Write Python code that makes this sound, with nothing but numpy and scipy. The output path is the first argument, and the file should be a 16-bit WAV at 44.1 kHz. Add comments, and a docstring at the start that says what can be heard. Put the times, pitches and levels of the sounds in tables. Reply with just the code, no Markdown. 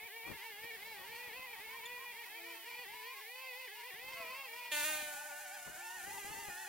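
"""Petrol brush cutters work through tall grass on an open lot, each a train of firing pulses filtered by
resonances. One bogs down whenever its blade bites; another is blipped up for every sweep; two more run
far away. Later the listener stands by a close engine buzz, loud and bright at first, soon sounding
muffled; its low drone gives way to a higher, wavering engine whine, and a distant whine comes in blips.
Grass swishes, a fine hiss lies over all, wind bumps the microphone; there is a knock and a tiny squeak."""
import sys
import numpy as np
from scipy import signal
from scipy.fft import rfft, irfft
from scipy.io import wavfile
from scipy.ndimage import uniform_filter1d, map_coordinates

SR = 44100
rng = np.random.default_rng(int(sys.argv[2]) if len(sys.argv) > 2 else 0)


def file_out(sig):
    """Save sig as 16-bit WAV at sys.argv[1]."""
    # one column per channel
    cols = np.atleast_2d(sig).T
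    # limit, then scale
    lim = np.clip(cols, -1, 1)
    pcm = np.round(lim * 32767).astype(np.int16)
    wavfile.write(sys.argv[1], SR, pcm)


N = 294588
TIME = np.arange(N) / SR
FREQS = np.fft.rfftfreq(N, 1 / SR)
MOVE_S = 4.714   # from here on the listener stands by the close engine buzz

# spectrum of the hiss and gas noise at the second spot: (frequency [Hz], relative density [dB])
NEAR_HISS_SPECTRUM = [(1000, -16.5), (3500, -3), (5200, -4.5), (7000, 4.5), (8200, 1), (9500, 3),
                      (12000, 2.5), (15500, -1)]


def from_db(db):
    """Amplitude ratio: a factor of ten for every 20 dB."""
    return 10 ** (np.asarray(db) / 20)


def rms_one(x):
    """Normalisation to unit mean power."""
    return x / np.sqrt(np.mean(x ** 2) + 1e-20)


def over_time(points):
    """Linear interpolation of a table in time."""
    return np.interp(TIME, *np.transpose(points))


def over_hz(points):
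    """Linear interpolation of a table in log frequency."""
    hz, value = np.transpose(points)
    return np.interp(np.log(FREQS + 1), np.log(hz), value)


def drift(rate_hz):
    """Random modulation: low-pass noise of unit rms with its corner at rate_hz."""
    pole = np.exp(-40 * np.pi * rate_hz / SR)
    white = rng.standard_normal(N // 20 + 4002)
    slow = signal.lfilter([1], [1, -2 * pole, pole * pole], white)[4000:]
    return np.interp(np.arange(N) / 20, np.arange(len(slow)), rms_one(slow))


def swell(peak_s, rise_s, fall_s):
    """Envelope of unit height, between a pointed exponential and a round Gaussian."""
    width_s = np.where(TIME < peak_s, rise_s, fall_s)
    return np.exp(-(np.abs(TIME - peak_s) / width_s) ** 1.5)


def noise(spectrum, correlation):
    """Partly coherent stereo noise: the balance of mid and side sets the left-right correlation."""
    mid, side = rfft(rng.standard_normal((2, N))) * from_db(over_hz(spectrum))
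    alike = np.clip(over_hz(correlation), -.95, .95)
    pair = irfft(np.sqrt(1 + alike) * mid + np.sqrt(1 - alike) * side * [[1], [-1]], N)
    return pair / pair.mean(0).std()


def firings(rate_hz, wobble, rough, whine=()):
    """One pulse per firing gives a harmonic series; whine lifts some orders: (order, lift [dB])."""
    rate_hz = rate_hz * (1 + wobble * drift(39.97))
    half_phase = np.pi * (np.cumsum(rate_hz) / SR % 1) + 1e-9
    harmonics = np.floor(SR / 2 / rate_hz.max())
    pulses = np.sin((2 * harmonics + 1) * half_phase) / np.sin(half_phase) - 1
    for order, lift_db in whine:
        pulses += (from_db(lift_db) - 1) * 2 * np.cos(2 * order * half_phase)
    return rms_one(pulses * (1 + rough * drift(81)))


def dispersion(x, spread_s):
    """Grass and bushes spread each pulse: the group delay grows by spread_s per kHz."""
    return irfft(rfft(x) * np.exp(-1j * np.pi * spread_s * FREQS ** 2 / 1000), N)


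def ground_echo(x, strength, lag_s, swing=0.24):
    """Comb filtering: the ground reflection shifts as the tool swings, so each harmonic flutters."""
    delay = SR * lag_s * np.exp(swing * drift(5))
    reflected = map_coordinates(x, [np.arange(N) - delay], order=3)
    return (x + strength * reflected) / np.hypot(1, strength)


def exhaust(pulses, response, level_db):
    """Resonance: pulses ring in exhaust and housing, a minimum-phase filter; the rms follows level_db."""
    cepstrum = irfft(np.log(from_db(over_hz(response))), N)
    causal_fold = 1 + np.sign(np.fft.fftfreq(N))
    tone = irfft(rfft(pulses) * np.exp(rfft(cepstrum * causal_fold)), N)
    running_rms = np.sqrt(uniform_filter1d(tone ** 2, SR // 30) + 1e-12)
    return from_db(level_db) * tone / running_rms


def distant_tone(rate_hz, level_db, response, wobble, flutter_db, whine=()):
    """Source and filter at a distance: an engine tone whose level flutters quickly."""
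    pulses = dispersion(firings(rate_hz, wobble, rough=.05, whine=whine), spread_s=.0009)
    arriving = ground_echo(pulses, strength=0.42, lag_s=0.000689)
    return exhaust(arriving, response, level_db + flutter_db * drift(45))


def lead_cutter(treble_gain_db):
    """Load slows an engine at open throttle: each bite drags the pitch down, then it recovers."""
    # running free: (time [s], firing rate [Hz], level [dB])
    free_running = [(0.0, 419.2, -52), (0.06, 472.1, -50), (0.29, 481.9, -48.5), (0.88, 488.6, -50),
                    (1.4, 517.8, -50.0), (2.1, 482.4, -49.5), (2.8, 502.9, -51), (3.43, 523.3, -50.5),
                    (4.13, 528, -51.5), (4.42, 563.5, -49), (4.7, 484.5, -50)]
    # bites into the grass: (deepest sag [s], bogging [s], recovery [s], rate step [Hz], level step [dB])
    bites = [(0.088, 0.013, 0.043, -96, -6.5), (0.213, 0.04, 0.045, -28, -3),
             (0.334, 0.013, 0.02, -55, -2.5), (0.385, 0.031, 0.059, -97, -7),
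             (0.539, 0.047, 0.103, -78, -5), (0.709, 0.00668, 0.077, -34, 0.7),
             (0.772, 0.012, 0.097, -93, -6), (0.971, 0.06, 0.038, -66, -3), (1.025, 0.051, 0.085, -120, -5),
             (1.161, 0.013, 0.093, -21, -1.3), (1.315, 0.035, 0.03, -85, 0), (1.477, 0.0151, 0.058, -36, 0),
             (1.569, 0.028, 0.08, -138, -4.5), (1.679, 0.025, 0.12, -47, -1), (1.809, 0.02, 0.042, -52, -2),
             (2.007, 0.013, 0.029, -21.5, -1.5), (2.131, 0.0078, 0.041, -88.5, -7),
             (2.264, 0.028, 0.076, -117, -8.5), (2.403, 0.00811, 0.066, -58.5, -5),
             (2.56, 0.01, 0.059, -75, -6), (2.619, 0.072, 0.042, -102, -10.5),
             (2.712, 0.01115, 0.073, -33, 2), (2.861, 0.016, 0.03, -98.5, -1),
             (2.918, 0.051, 0.083, -82, -4.4), (3.013, 0.044, 0.093, -54, -0.5),
             (3.156, 0.019, 0.062, -94, -3.5), (3.193, 0.014, 0.04, -59.5, -2.5),
             (3.246, 0.021, 0.079, -65, -3), (3.535, 0.042, 0.037, -34.5, 1.2),
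             (3.689, 0.015, 0.033, -109, 0), (3.763, 0.073, 0.065, -100, -5.5),
             (3.813, 0.016, 0.044, -62.5, -1), (3.917, 0.011, 0.074, -159, -3.5),
             (4.259, 0.067, 0.097, -69, 1), (4.494, 0.041, 0.097, -90, -3.5)]
    # exhaust and housing: (frequency [Hz], gain [dB])
    response = [(400, -10.5), (465, -4.5), (530, -9.5), (900, -7), (1110, -5), (1250, -31), (1500, -20.5),
                (1780, -9), (2400, -7.5), (2850, -16), (3300, -9.5), (3700, -19.5), (4450, -18.5),
                (5200, -20), (6200, -32.5)]
    # whining harmonics: (order, lift [dB])
    whine = [(4, 7), (5, 10), (9, 5)]
    # the treble comes and goes as the machine swings round: (time [s], relative lift [dB])
    treble_lift = [(0.2, -5.5), (0.45, -0.5), (0.7, -1), (0.9, 4.5), (1.1, -0.5), (2.1, -5.5), (2.4, 1.5),
                   (4.7, 0.5)]
    times, *columns = np.transpose(free_running)
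    rate_hz, level_db = (np.interp(TIME, times, column) for column in columns)
    for sag_s, bogging_s, recovery_s, step_hz, step_db in bites:
        load = swell(sag_s, bogging_s, recovery_s)
        rate_hz += step_hz * load
        level_db += step_db * load
    rate_hz *= 1 + .0045 * drift(34)   # single stems tug at the speed
    tone = distant_tone(rate_hz, level_db, response, wobble=.003, flutter_db=1.1, whine=whine)
    tone *= 1 + .13 * drift(130)   # and roughen the tone
    treble = irfft(rfft(tone) * np.interp(FREQS, [3400, 4000], [0, 1]), N)
    return tone + (from_db(over_time(treble_lift) + treble_gain_db) - 1) * treble


def blipped_engines():
    """Pitch and level modulation in short blips: the sweeping cutter, and a distant engine whine."""
    # throttle blips: (peak time [s], run-up [s], run-down [s], rate gained [Hz])
    blips = [(0.348, 0.05, 0.046, 93.5), (0.437, 0.048, 0.061, 117.6), (0.647, 0.093, 0.035, 86),
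             (0.871, 0.043, 0.098, 100.5), (1.051, 0.045, 0.052, 94.4), (1.188, 0.077, 0.052, 110.1),
             (1.291, 0.045, 0.019, 57.83), (1.454, 0.042, 0.015, 55.1), (1.569, 0.072, 0.068, 79.9),
             (1.752, 0.102, 0.031, 150.7), (1.828, 0.038, 0.094, 98.7), (2.038, 0.157, 0.021, 154.2),
             (2.152, 0.07, 0.044, 104.6), (2.276, 0.061, 0.024, 121.5), (2.487, 0.065, 0.084, 131.4),
             (2.723, 0.125, 0.052, 135.9), (2.951, 0.069, 0.17, 92.9), (3.194, 0.168, 0.032, 166),
             (3.396, 0.07, 0.037, 88.7), (3.641, 0.081, 0.033, 137.8), (3.779, 0.051, 0.061, 107.5),
             (3.87, 0.055, 0.017, 115.9), (4.186, 0.105, 0.094, 189.8), (4.329, 0.06, 0.058, 130.6),
             (4.576, 0.094, 0.18, 126.6), (4.878, 0.141, 0.035, 99.2), (4.993, 0.027, 0.026, 54),
             (5.215, 0.054, 0.02, 87.6), (5.295, 0.029, 0.022, 105.1), (5.421, 0.034, 0.025, 54.07),
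             (5.552, 0.034, 0.021, 59.76), (5.838, 0.028, 0.075, 70.8), (5.948, 0.06, 0.047, 99),
             (6.167, 0.07, 0.026, 125.1), (6.331, 0.105, 0.066, 65.65), (6.41, 0.052, 0.075, 64.1),
             (6.629, 0.142, 0.074, 72.8)]
    # the cutter between blips, turning to and from the listener: (time [s], level [dB])
    rest_level = [(0, -68), (0.85, -69.5), (1.2, -68), (1.75, -71), (2.2, -71.5), (3.1, -69.5),
                  (3.7, -69.5), (4.3, -67), (4.7, -69.5)]
    # its exhaust and housing: (frequency [Hz], gain [dB])
    response = [(400, -25), (560, -28.5), (730, 17.5), (900, -3), (1100, -0.5), (1280, -24), (1750, -13.5),
                (2300, -11.5), (2850, -10.5), (3200, -16), (3750, -26), (4500, -16.5), (6500, -27)]
    # the whine is loudest part of the way up a blip: (rate gained [Hz], level [dB])
    whine_level = [(0, -58), (60, -52), (110, -55), (170, -66)]
    # colour of the whine: (frequency [Hz], gain [dB])
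    whine_response = [(750, 2), (1000, -2.5), (1500, -8.5), (1800, -10), (2300, -5), (2750, -11),
                      (3400, -17), (5000, -15), (7000, -20)]
    rest_hz, full_throttle_gain_hz, db_per_hz = 363.7, 110, 0.1258
    gained_hz = sum(hz * swell(s, up_s, down_s) for s, up_s, down_s, hz in blips)
    rate_hz = rest_hz + gained_hz
    sweeping_db = over_time(rest_level) + db_per_hz * np.minimum(gained_hz, full_throttle_gain_hz)
    whine_db = np.interp(gained_hz, *np.transpose(whine_level))
    sweeping = distant_tone(rate_hz, sweeping_db, response, wobble=.006, flutter_db=2.5)
    whine = distant_tone(2 * rate_hz, whine_db, whine_response, wobble=.014, flutter_db=2.5)
    return sweeping, whine


def roaming_cutter(mean_hz, swing):
    """Slow frequency modulation: a faraway engine revs at random."""
    # engine tone: (time [s], level [dB])
    level = [(0, -63), (0.4, -60), (1.8, -61), (2.8, -57.5), (3.7, -58.5), (4.7, -57), (5.6, -63.5),
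             (6.68, -68)]
    # exhaust and housing: (frequency [Hz], gain [dB])
    response = [(450, -32), (900, 1.5), (1350, -57), (2000, 4.5), (2900, 9), (3700, -13), (4600, -6),
                (6500, -16.5)]
    rate_hz = mean_hz * (1 + swing * np.tanh(drift(3)))
    pulses = dispersion(firings(rate_hz, wobble=.006, rough=.05), spread_s=.0013)
    return exhaust(ground_echo(pulses, strength=.5, lag_s=.0007), response, over_time(level))


def grass(gain_db):
    """Amplitude-modulated noise: blades thrash the stems in an uneven swish."""
    # swish: (time [s], relative level [dB])
    level = [(0, -64), (0.9, -57), (2.3, -59.5), (3.5, -65.5), (4.05, -59), (4.25, -54), (4.45, -58),
             (6.68, -60)]
    # its spectrum: (frequency [Hz], relative density [dB])
    spectrum = [(60, -28), (200, -13.5), (500, -5.5), (900, -2), (1350, -4), (2300, 3), (3300, -14.5),
                (8000, -18)]
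    envelope = from_db(over_time(level) + gain_db + drift(20))
    return envelope * noise(spectrum, correlation=[(300, 0.81), (3000, 0.4)])


def hiss():
    """Broadband noise: a nearly steady hiss at the first spot, a wavering one at the second."""
    # first spot: (frequency [Hz], relative density [dB])
    far_spectrum = [(100, -53), (1500, -33), (3500, 1), (5200, -8), (7000, -9), (8500, -10), (9500, -4.5),
                    (12600, -1), (14500, 0.5)]
    # left-right likeness at each spot: (frequency [Hz], correlation)
    far_correlation = [(1500, -0.86), (5000, -0.72), (15000, -0.1)]
    near_correlation = [(3000, 0.7), (6800, -0.036), (14000, -0.24)]
    # second spot: (time [s], level [dB])
    near_level = [(4.72, -45), (4.86, -42.5), (5.0, -50), (5.2, -53.5), (5.65, -56.5), (6.1, -54),
                  (6.68, -55)]
    far = from_db(-56 + .5 * drift(30)) * noise(far_spectrum, far_correlation)
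    near = from_db(over_time(near_level) + drift(33)) * noise(NEAR_HISS_SPECTRUM, near_correlation)
    return far, near


def wind(gain_db, lumps_db, right_db):
    """Turbulent pressure on the microphone: a lumpy rumble in gusts, mostly at the left port."""
    # gusts: (peak time [s], rise and fall [s], relative level [dB])
    gusts = [(0.05, 0.018, -71.5), (0.308, 0.032, -61.5), (0.642, 0.027, -76), (1.014, 0.36, -79),
             (1.781, 0.44, -84.5), (2.883, .11, -81.5), (4.144, 0.18, -77.5), (4.95, 0.21, -78.5),
             (5.702, 0.052, -75), (6.249, 0.19, -70), (6.495, .018, -64.5)]
    # rumble: (frequency [Hz], relative density [dB])
    spectrum = [(20, -8), (50, -1.5), (130, -1.5), (250, -1.5), (500, -4), (1200, -9.5), (3000, -27)]
    calm = from_db(-104)
    pressure = calm + sum(from_db(db) * swell(s, width_s, width_s) for s, width_s, db in gusts)
    lumps = from_db(lumps_db * np.array([drift(38), drift(6.5)]))
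    rumble = noise(spectrum, correlation=[(100, 0.01)])
    return from_db(gain_db) * pressure * lumps * rumble * from_db([[0], [right_db]])


def knock(gain_db, decay_s, right_db):
    """Damped impacts: a few quick contacts, each a dull burst that decays exponentially."""
    # contacts: (time [s], relative level [dB])
    contacts = [(0.290, -53), (0.297, -46), (0.314, -46)]
    # each burst: (frequency [Hz], relative density [dB])
    spectrum = [(40, -6), (170, 1), (330, 2), (520, -6), (1200, -11), (1800, -14), (3500, -30)]
    envelope = sum(from_db(db) * (TIME >= s) * np.exp(-np.abs(TIME - s) / decay_s) for s, db in contacts)
    thud = noise(spectrum, correlation=[(300, 0.41)])
    return from_db(gain_db) * envelope * thud * from_db([[0], [right_db]])


def farthest_cutter(fourth_db):
    """Attenuation with distance: only a few low harmonics carry this far, and only in swells."""
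    # engine speed: (time [s], firing rate [Hz])
    speed = [(1.0, 272), (1.3, 261.7), (2.1, 342.9), (2.46, 337.7), (4.2, 337.9), (4.28, 323.1),
             (4.7, 319.6)]
    # swells: (peak time [s], rise [s], fall [s], fundamental level [dB], octave level [dB])
    swells = [(1.05, 0.1, 0.13, -86, -70.5), (2.459, .1, 0.15, -62.5, -63.5), (4.21, 0.039, 0.1, -84, -53),
              (4.58, 0.16, 0.11, -85, -69)]
    rate_hz = over_time(speed) * (1 + 0.00597 * drift(23.3))
    phase = 2 * np.pi * np.cumsum(rate_hz) / SR
    fundamental, octave, fourth = np.sqrt(2) * np.sin([phase, 2 * phase, 4 * phase])
    upper = from_db(2.5 * drift(25)) * (octave + from_db(fourth_db) * fourth)
    return sum(swell(s, rise_s, fall_s) * (from_db(low_db) * fundamental + from_db(octave_db) * upper)
               for s, rise_s, fall_s, low_db, octave_db in swells)


def squeak(peak_s, pitch_hz, level_db, width_s, overtone_db):
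    """A tone burst: three harmonics under a very short Gaussian envelope."""
    phase = 2 * np.pi * np.cumsum(pitch_hz * (1 + 0.0042 * drift(114.3))) / SR
    tone = sum(from_db(overtone_db * k) * np.sin((k + 1) * phase) for k in range(3))
    return from_db(level_db) * np.exp(-((TIME - peak_s) / width_s) ** 2) * rms_one(tone)


def close_buzz(gain_db, bright_gain_db, spit_db, treble_db, treble_s):
    """Filtered pulse trains: a low engine drone, bright at first, soon muffled; then a higher whine."""
    # the steady drone, then the wavering whine: (time [s], firing rate [Hz])
    pitch = [(4.72, 300.3), (4.836, 293), (4.854, 309), (5.124, 296.9), (5.135, 290.6), (5.25, 299),
             (5.278, 303.5), (5.302, 289.8), (5.424, 300.3), (5.495, 290.2), (5.53, 298.8), (5.696, 290.1),
             (5.726, 319.7), (5.756, 290.7), (5.778, 343.7), (5.81, 355.4), (5.888, 359.8), (5.96, 373),
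             (6.018, 350.8), (6.046, 365.3), (6.084, 409.5), (6.106, 384.4), (6.138, 411.6), (6.16, 388.4),
             (6.195, 410.8), (6.248, 390.2), (6.314, 428.3), (6.356, 390), (6.406, 408.4), (6.444, 396.8),
             (6.476, 418.4), (6.504, 358.3), (6.538, 354.5), (6.624, 381.3), (6.652, 363.4), (6.68, 388)]
    # drone and whine, and the bright opening: (time [s], relative level [dB])
    tone_level = [(4.72, -48.5), (4.87, -47), (5.04, -51.5), (5.3, -54), (5.55, -57.5), (5.74, -59),
                  (5.8, -54.5), (6.68, -54)]
    bright_level = [(4.71, -41.5), (4.8, -40.5), (4.88, -40), (4.95, -43.5), (5.03, -47.5), (5.12, -55.5),
                    (5.4, -96)]
    # colours of the bright opening, the drone and the whine: (frequency [Hz], gain [dB])
    bright_response = [(290, -8.5), (600, -23.5), (1100, -7), (1750, 6.5), (2100, 4.5), (2400, 4),
                       (2950, -2), (3300, -3), (3850, -4.5), (4400, -5), (5200, -18), (7200, -20),
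                       (8100, -28), (9100, 0), (11500, -23), (15000, -2.5)]
    drone_response = [(290, -15), (400, -21), (600, 5.5), (900, -0.5), (1200, -7), (1500, 10), (1950, 2.5),
                      (2200, -19), (2500, -13), (3100, -29), (3600, -27), (6000, -21)]
    whine_response = [(400, -7.5), (780, -0.5), (1150, -12.5), (1450, 6), (1650, -11), (1800, -2),
                      (2100, -15), (2350, -27), (2900, -3), (3300, -11), (3700, -35), (6000, -14)]
    # lifted harmonic of the whine: (order, lift [dB])
    lifted = [(5, 13)]
    rate_hz = over_time(pitch) * (1 + 0.001043 * drift(11))
    tone_db = over_time(tone_level) + gain_db + .9 * drift(28)
    bright_db = over_time(bright_level)
    pulses = firings(rate_hz, wobble=.003, rough=.1)
    puff_decay_s = .0007   # each firing spits gas noise
    puffs = rms_one(signal.lfilter([1], [1, -np.exp(-1 / (puff_decay_s * SR))], pulses ** 2))
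    spit = from_db(bright_db + spit_db) * puffs * noise(NEAR_HISS_SPECTRUM, correlation=[(3000, 0.28)])
    bright_pulses = ground_echo(pulses, strength=0.36, lag_s=0.00116, swing=0.036)
    bright = exhaust(bright_pulses, bright_response, bright_db + bright_gain_db)
    # the treble is louder for the first instant
    treble = signal.sosfilt(signal.butter(1, [2700, 3700], "band", fs=SR, output="sos"), bright)
    bright += from_db(treble_db) * swell(MOVE_S, treble_s, treble_s) * treble
    drone = exhaust(ground_echo(pulses, strength=.2, lag_s=.0009), drone_response, tone_db)
    whine = exhaust(firings(rate_hz, wobble=0.00597, rough=0.056, whine=lifted), whine_response, tone_db)
    whine_share = np.interp(rate_hz, [312, 345], [0, 1])
    tone = (1 - whine_share) * drone + whine_share * whine + bright
    return scatter(tone, scatter_db=-7, decay_s=0.12) + spit


def scatter(x, scatter_db, decay_s, count=40):
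    """Scattering: bushes and walls add faint echoes to the direct sound, different on each side."""
    pair = []
    for lags_s, sizes in zip(rng.uniform(0.001951, .11, (2, count)), rng.standard_normal((2, count))):
        echoes = np.zeros(SR // 2)
        echoes[(lags_s * SR).astype(int)] = sizes * np.exp(-lags_s / decay_s)
        scattered = signal.fftconvolve(x, echoes / np.linalg.norm(echoes))[:N]
        pair.append(x + from_db(scatter_db) * scattered)
    return np.array(pair)


def ports(pair, left_phase):
    """Directional cues: low tones are louder at the left microphone port; phase depends on bearing."""
    # port balance: (frequency [Hz], left minus right [dB])
    balance = [(200, 6.5), (400, 5.5), (700, 4.5), (1300, -1), (3000, -1)]
    half = from_db(over_hz(balance) / 2) * np.exp(.5j * over_hz(left_phase))
    return irfft(rfft(pair) * [half, 1 / half], N)


def scene():
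    """Superposition at two spots: first far from every cutter, then beside a close engine."""
    # phase between the ports at each spot: (frequency [Hz], left minus right [rad])
    far_phase = [(300, -1.0), (900, -0.55), (2200, 0.15), (4000, 0.3)]
    near_phase = [(300, -1.1), (2000, -0.3), (4500, -0.4), (8500, -2.4), (15000, -3.6)]
    moved = np.clip((TIME - MOVE_S) / 0.0069, 0, 1)
    lead = lead_cutter(treble_gain_db=0.7)
    sweeping, distant_whine = blipped_engines()
    roaming = roaming_cutter(mean_hz=452.4, swing=.16)
    farthest = farthest_cutter(fourth_db=-6.5)
    distant = (1 - moved) * (lead + sweeping + farthest) + moved * distant_whine + roaming
    distant += squeak(peak_s=1.862, pitch_hz=3520, level_db=-45.5, width_s=0.0057, overtone_db=-5)
    distant = scatter(distant, scatter_db=-13, decay_s=0.0034) + grass(gain_db=-4.5)
    near = close_buzz(gain_db=3, bright_gain_db=1.5, spit_db=-8.5, treble_db=9, treble_s=0.026)
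    far_hiss, near_hiss = hiss()
    first_spot = ports(distant, far_phase) + far_hiss
    second_spot = ports(distant + near, near_phase) + near_hiss
    rumble = wind(gain_db=10, lumps_db=5.5, right_db=-10.5)
    clatter = knock(gain_db=-0.5, decay_s=0.017, right_db=-13)
    return (1 - moved) * first_spot + moved * second_spot + rumble + clatter


def record(dry):
    """Band limiting: a steep elliptic low-pass removes the highest treble."""
    cutoff_hz = 15800
    return signal.sosfilt(signal.ellip(12, .1, 70, cutoff_hz, fs=SR, output="sos"), dry)


dry = scene()
out = record(dry)
file_out(out)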